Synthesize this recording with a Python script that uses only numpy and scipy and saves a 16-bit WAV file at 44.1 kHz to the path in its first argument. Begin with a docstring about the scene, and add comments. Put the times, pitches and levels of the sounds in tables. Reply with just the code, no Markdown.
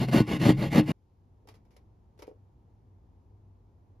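"""A jab saw rasps through drywall in quick strokes, close by, hard on the push, light on the pull. Its teeth
crush gypsum, ring the blade and shake the board; now and then one snags and tears loose. The sawing cuts off
and the scene changes to a quiet room's low rush, hum and faint hiss. A finger bumps a paper template, which
rustles against the wall in clumps of tiny snaps."""
import sys
import numpy as np
from scipy import signal
from scipy.fft import rfft, irfft
from scipy.io import wavfile
from scipy.ndimage import uniform_filter1d

SR = 44100
rng = np.random.default_rng(int(sys.argv[2]) if len(sys.argv) > 2 else 0)


def persist_wave(psi):
    """Save psi, clipped to +-1, as 16-bit WAV."""
    counts = np.round(np.clip(psi, -1, 1) * 32767).astype(np.int16)
    wavfile.write(sys.argv[1], SR, np.atleast_2d(counts).T)


N = 176400
T = np.arange(N) / SR

# a pull, a little catch, then hard pushes and light pulls in turn
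# (start [s], peak [s], end [s], rasp [dB], shake [dB], peakedness [-])
STROKES = [(-.04, 0.023, 0.069, -38.5, -23, 1.1), (.076, .088, 0.11, -45.5, -27.5, 0.66),
           (.11, 0.157, .23, -32, -16, 0.75), (.266, .338, .38, -40, -23.5, 0.49),
           (.387, 0.489, .533, -32, -14, 0.87), (.568, 0.636, .692, -43, -25.5, 0.46),
           (.7, .787, 0.82, -31.5, -15, 1.243), (.857, .925, 0.97, -40, -22, 0.96)]
# crushed gypsum (frequency [Hz], density [dB])
GYPSUM_SPECTRUM = [(20, -20), (50, -4), (90, 1), (300, 10), (420, 4.5), (680, 1.5), (880, 7.5), (950, -3),
                   (1120, 2.5), (1270, -5), (1800, 0.5), (2250, 2.5), (2480, -8), (2750, -3.5),
                   (3300, -4.5), (3780, -5), (3950, -14), (4150, -7), (5100, -12), (5650, -17.5),
                   (7500, -13.5), (9000, -16), (12000, -22), (15500, -20)]
# blade and board resonances (frequency [Hz], level [dB], t60 [s])
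BLADE_MODES = [(1474, -3, .09), (1686, -7.5, .08), (1890, -7, 0.062), (2099.4, 2, 0.055), (2366, 0.5, .06),
               (2580, -1, .07), (2760, 2, .07), (2844, -0.5, .08), (3730, 0, 0.025), (4180, -2, 0.024),
               (4366, -4.5, 0.044), (5080, -8.5, .04), (7730, -10.5, 0.016), (9503, -6.5, .012)]
BOARD_MODES = [(120, -4.5, 0.13), (153, -1, 0.06), (180, 3, .09), (219, 1.5, 0.088), (237, -4, 0.087),
               (304.3, 0.5, 0.18), (313, -12.5, .07), (467, -20, .16), (541, -10.5, 0.12),
               (800, -19, 0.073), (857, -20.5, .16), (967, -22.5, 0.15), (1059, -14.5, .16)]
# handle rumble (frequency [Hz], density [dB])
RUMBLE_SPECTRUM = [(20, -34), (50, -16.5), (92, -17), (108, -9.5), (123, 3), (145, -4), (200, -15),
                   (400, -31), (2000, -68)]
# handle rumble (time [s], level [dB])
RUMBLE_ENVELOPE = [(0, -26.5), (.09, -32.5), (.22, -25), (.26, -44.5), (.31, -31.5), (.55, -30),
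                   (.68, -26.5), (.71, -35), (.83, -29.5), (.86, -35.5)]
# teeth tearing loose (time [s], level [dB])
SNAGS = [(.146, -9.5), (.164, -10), (.205, -6.5), (.337, -18.5), (.465, -6), (.491, -6), (.503, -9),
         (.75, -15), (.782, -8.5), (.796, -7), (.893, -15)]
# room rush and microphone hiss (frequency [Hz], density [dB])
RUSH_SPECTRUM = [(20, -14.5), (35, -7.5), (52, 4.5), (72, 0.5), (100, 3), (135, -7.5), (200, -10),
                 (380, -15), (600, -24), (900, -20.5), (1400, -37), (2500, -50), (15000, -80.5)]
HISS_SPECTRUM = [(1000, 0.5), (2500, -1.5), (6000, -5), (10000, -11.5), (15000, -15.5)]
# room rush (time [s], level [dB])
RUSH_ENVELOPE = [(.95, -65), (1.2, -61), (1.55, -59), (3, -59), (4, -58.5)]
# finger bumps (time [s], level [dB])
BUMPS = [(1.455, -56), (1.49, -60), (2.195, -49), (2.226, -42.5), (2.24, -51), (2.279, -36), (2.293, -60),
         (2.314, -44), (2.331, -69), (3.309, -61.5)]
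# resonances under the finger (frequency [Hz], level [dB], t60 [s])
BUMP_MODES = [(324, -14.5, 0.063), (380.8, -16, .08), (436.7, 0, 0.064), (491.6, 2.5, 0.085),
              (564, -10.5, 0.029), (713, -6, .04), (886.3, -26, .03)]
# paper crinkles (time [s], level [dB], decay [s])
CRINKLES = [(1.472, -57.5, .016), (1.486, -50, 0.009), (1.51, -67, .015), (1.54, -62, 0.017),
            (1.553, -67, 0.0082), (1.65, -75.5, 0.018), (1.706, -70, 0.05), (1.764, -56.5, 0.0089),
            (2.176, -70, .015), (2.19, -55.5, 0.02), (2.221, -45, 0.008), (2.268, -63.5, 0.022)]
# paper snaps (frequency [Hz], density [dB])
PAPER_SPECTRUM = [(60, -10), (250, -5), (450, 6), (700, 0), (1000, 2.5), (1400, -7.5), (1900, -5.5),
                  (2250, -2), (2700, -8.5), (4500, -11), (5100, -7), (5700, -11.5), (7300, -16.5),
                  (10000, -15.5), (15500, -23)]
# room decay (frequency [Hz], t60 [s])
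ROOM_T60 = [(100, 0.15), (500, 0.17), (2000, .16), (6000, 0.084), (15000, 0.027)]
# left microphone's lead (frequency [Hz], phase [rad])
LEFT_LEAD = [(50, 0), (150, .06), (300, .14), (750, .35), (1100, .55), (1600, 2.1), (1850, .05), (5200, 0),
             (7200, -1.4), (8000, -3.14), (8800, -3.2), (11000, -6.28), (13000, -6.28), (14800, -9.4)]
# left over right (frequency [Hz], level [dB])
BALANCE = [(50, .2), (300, 1.2), (750, 0), (1100, 2), (1300, 0), (1800, -4), (2500, 0)]
# diffuse over shared sound at the microphones (frequency [Hz], level [dB])
SAW_DIFFUSE = [(50, -32), (400, -28), (750, -16), (1100, -14), (1300, -4), (1600, -6), (1850, -13),
               (2500, -22), (2900, -17), (4000, -34), (5200, -34), (5800, -7), (7400, -8), (8100, -28),
               (8700, -26), (9500, -5), (10500, -6), (11100, -30), (13000, -30), (13600, -3), (14800, -20)]
QUIET_DIFFUSE = [(90, -18), (200, -11), (400, -7.5), (700, -3.5), (1400, 3), (2100, -6.5), (3500, -3),
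                 (7200, -2), (8100, -18), (8800, -14), (9800, -0.5), (11200, -14.5), (12900, -14.5),
                 (13700, -1.5), (14800, -11.5)]


def amp(db):
    """dB to gain."""
    return 10 ** (np.asarray(db) / 20)


def unit_rms(x):
    """Scales to rms 1."""
    return x / np.sqrt(np.mean(x ** 2) + 1e-20)


def lookup(table, hz):
    """Interpolates over log frequency."""
    table_hz, values = np.transpose(table)
    return np.interp(np.log(hz + 1), np.log(table_hz + 1), values)


def colour(x, spectrum):
    """Applies a spectrum; rms 1."""
    return unit_rms(irfft(rfft(x) * amp(lookup(spectrum, np.fft.rfftfreq(N, 1 / SR))), N))


def ring(x, modes):
    """Drives damped modes of total energy 1."""
    t = T[:SR // 2]
    response = sum(amp(db) * np.exp(-np.log(1000) * t / t60_s) * np.cos(2 * np.pi * hz * t)
                   for hz, db, t60_s in modes)
    return signal.fftconvolve(x, response / np.linalg.norm(response))[:N]


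def fractures(per_s, spread_db=1.5):
    """Random tiny snaps of uneven size; rms 1."""
    snaps = (rng.random(N) < per_s / SR) * rng.choice([-1, 1], N)
    return unit_rms(snaps * amp(spread_db * np.minimum(rng.exponential(1, N), 4)))


def knocks(events, modes, contact_s):
    """Short pushes on a ringing body, each peaking at its level."""
    u = T / contact_s
    blow = ring(u * np.exp(-2 * u), modes)[:SR // 2]
    out = np.zeros(N)
    for time_s, db in events:
        span = out[round(time_s * SR):][:len(blow)]
        span += amp(db) * blow[:len(span)] / abs(blow).max()
    return out


def reverb(x):
    """Small-room reflections; treble dies first."""
    hz, t, noise = signal.stft(rng.standard_normal(SR // 2), SR, nperseg=256)
    decay = np.exp(-np.log(1000) * t / lookup(ROOM_T60, hz)[:, None])
    tail = signal.istft(noise * decay, SR, nperseg=256)[1]
    return signal.fftconvolve(x, tail / np.linalg.norm(tail))[:N]


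def strokes():
    """Each stroke speeds up and slows; rasp and shake follow."""
    speed, rasp, shake = np.zeros((3, N))
    for start_s, peak_s, end_s, rasp_db, shake_db, peakedness in STROKES:
        arch = np.sin(np.pi / 2 * np.interp(T, [start_s, peak_s, end_s], [0, 1, 0]))
        speed += arch
        rasp += amp(rasp_db) * arch ** peakedness
        shake += amp(shake_db) * arch ** (1.5 * peakedness)
    return speed, rasp, shake


def tooth_hits(speed, nominal_hz=480, jitter=.6, spread_db=4):
    """One uneven impulse a tooth, denser at speed."""
    wobble = unit_rms(uniform_filter1d(rng.standard_normal(N), size=100))
    rate_hz = nominal_hz * (.5 + .5 * speed) * np.exp(jitter * wobble)
    hits = np.diff(np.floor(np.cumsum(rate_hz) / SR), prepend=0)
    return hits * amp(spread_db * rng.uniform(-1, 1, N))


def blade_slide(x, depth_db=3, width_hz=70, life_s=.018):
    """Narrow resonances in the rasp come and go as the blade slides."""
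    hz, t, z = signal.stft(x, SR, nperseg=512, noverlap=384)
    across, along = np.fft.fftfreq(len(hz), hz[1])[:, None], np.fft.fftfreq(len(t), t[1])
    blur = np.exp(-2 * np.pi ** 2 * ((across * width_hz) ** 2 + (along * life_s) ** 2))
    patches = unit_rms(np.fft.ifft2(np.fft.fft2(rng.standard_normal(z.shape)) * blur).real)
    gain_db = depth_db * patches / np.sqrt(1 + (hz[:, None] / 9000) ** 2)
    return unit_rms(signal.istft(z * amp(gain_db), SR, nperseg=512, noverlap=384)[1][:N])


def gypsum_crunch(teeth, rasp, bite_s=.0015, bite_share=.36, snag_decay_s=.0022, idle_db=-57):
    """Teeth crush grit, which rings the blade; snags add bursts."""
    bites = unit_rms(signal.lfilter([1], [1, -np.exp(-1 / (bite_s * SR))], teeth))
    grit = unit_rms(fractures(per_s=14000) * (1 - bite_share + bite_share * bites))
    snags = sum(amp(db - 30.5) * (T > time_s) * np.exp(-abs(T - time_s) / snag_decay_s)
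                for time_s, db in SNAGS)
    force = rasp + amp(idle_db) + snags
    gypsum = amp(-1.5) * blade_slide(colour(grit, GYPSUM_SPECTRUM)) * force
    blade = amp(-9.5) * ring(grit * force, BLADE_MODES)
    return gypsum + blade


def board_shake(teeth, shake, radiating_hz=(105, 1019)):
    """Teeth and snags drive the board's modes."""
    chatter = amp(-5.5) * ring(unit_rms(teeth * rng.choice([-1, 1], N)) * shake, BOARD_MODES)
    snags = knocks(SNAGS, BOARD_MODES, contact_s=.001)
    band = signal.butter(2, radiating_hz, "bandpass", fs=SR, output="sos")
    return signal.sosfilt(band, chatter + snags)


def handle_rumble():
    """The saw's handle and the hand rumble low under the moving blade."""
    level = amp(np.interp(T, *np.transpose(RUMBLE_ENVELOPE)))
    return level * colour(rng.standard_normal(N), RUMBLE_SPECTRUM)


def sawing(stop_s=.918, cutoff_s=.00073, reverb_db=-13):
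    """Crunch, board and handle rumble; all cut off abruptly partway through a stroke."""
    speed, rasp, shake = strokes()
    teeth = tooth_hits(speed)
    crunch = gypsum_crunch(teeth, rasp)
    body = board_shake(teeth, shake) + handle_rumble()
    gate = np.exp(-np.maximum(T - stop_s, 0) / cutoff_s)
    return (crunch + amp(reverb_db) * reverb(crunch) + body) * gate


def room_tone(hum_hz=98.5, hum_max_db=-64.5, waver_rad=.64, hiss_db=-87.5):
    """Low rush of air and a wavering hum swell together over steady hiss."""
    below_5_hz = np.fft.rfftfreq(N, 1 / SR) < 5
    drift = unit_rms(irfft(rfft(rng.standard_normal(N)) * below_5_hz, N))
    hum = amp(hum_max_db) * np.sqrt(2) * np.sin(2 * np.pi * hum_hz * T + waver_rad * drift)
    hiss = amp(hiss_db) * colour(rng.standard_normal(N), HISS_SPECTRUM)
    level = amp(np.interp(T, *np.transpose(RUSH_ENVELOPE)))
    rush = level * colour(rng.standard_normal(N), RUSH_SPECTRUM)
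    return rush + hum * level / level.max() + hiss


def finger_bumps():
    """A finger knocks the template on the wall."""
    return knocks(BUMPS, BUMP_MODES, contact_s=.0004)


def paper_rustle(rise_s=.0017):
    """The sheet crinkles in quick clumps of tiny snaps."""
    level = np.zeros(N)
    for time_s, db, decay_s in CRINKLES:
        age_s = np.maximum(T - time_s, 0)
        level += amp(db) * np.minimum(age_s / rise_s, 1) * np.exp(-age_s / decay_s)
    return level * colour(fractures(per_s=6900), PAPER_SPECTRUM)


def quiet_room(reverb_db=-8):
    """Finger and paper over the room tone."""
    handling = finger_bumps() + paper_rustle()
    return handling + amp(reverb_db) * reverb(handling) + room_tone()


def mic_pair(source, diffuse_table):
    """Two close microphones share one draw of a source; a second draw is the diffuse part."""
    hz = np.fft.rfftfreq(2 * N, 1 / SR)
    spread, lean = amp(lookup(diffuse_table, hz)), amp(lookup(BALANCE, hz) / 2)
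    shared = rfft(source(), 2 * N)
    diffuse = 1j * spread * rfft(source(), 2 * N)
    left = (shared + diffuse) * lean
    right = (shared - diffuse) / lean * np.exp(-1j * lookup(LEFT_LEAD, hz))
    return irfft(np.array([left, right]) / np.sqrt(1 + spread ** 2), 2 * N)[:, :N]


def scene():
    """Close, narrow saw; wider quiet room."""
    return mic_pair(sawing, SAW_DIFFUSE) + mic_pair(quiet_room, QUIET_DIFFUSE)


def record(dry):
    """Low-pass at 15.7 kHz."""
    lowpass = signal.firwin(511, 15700, window=("kaiser", 9), fs=SR)
    return signal.oaconvolve(dry, lowpass[None], "same")


dry = scene()
out = record(dry)
persist_wave(out)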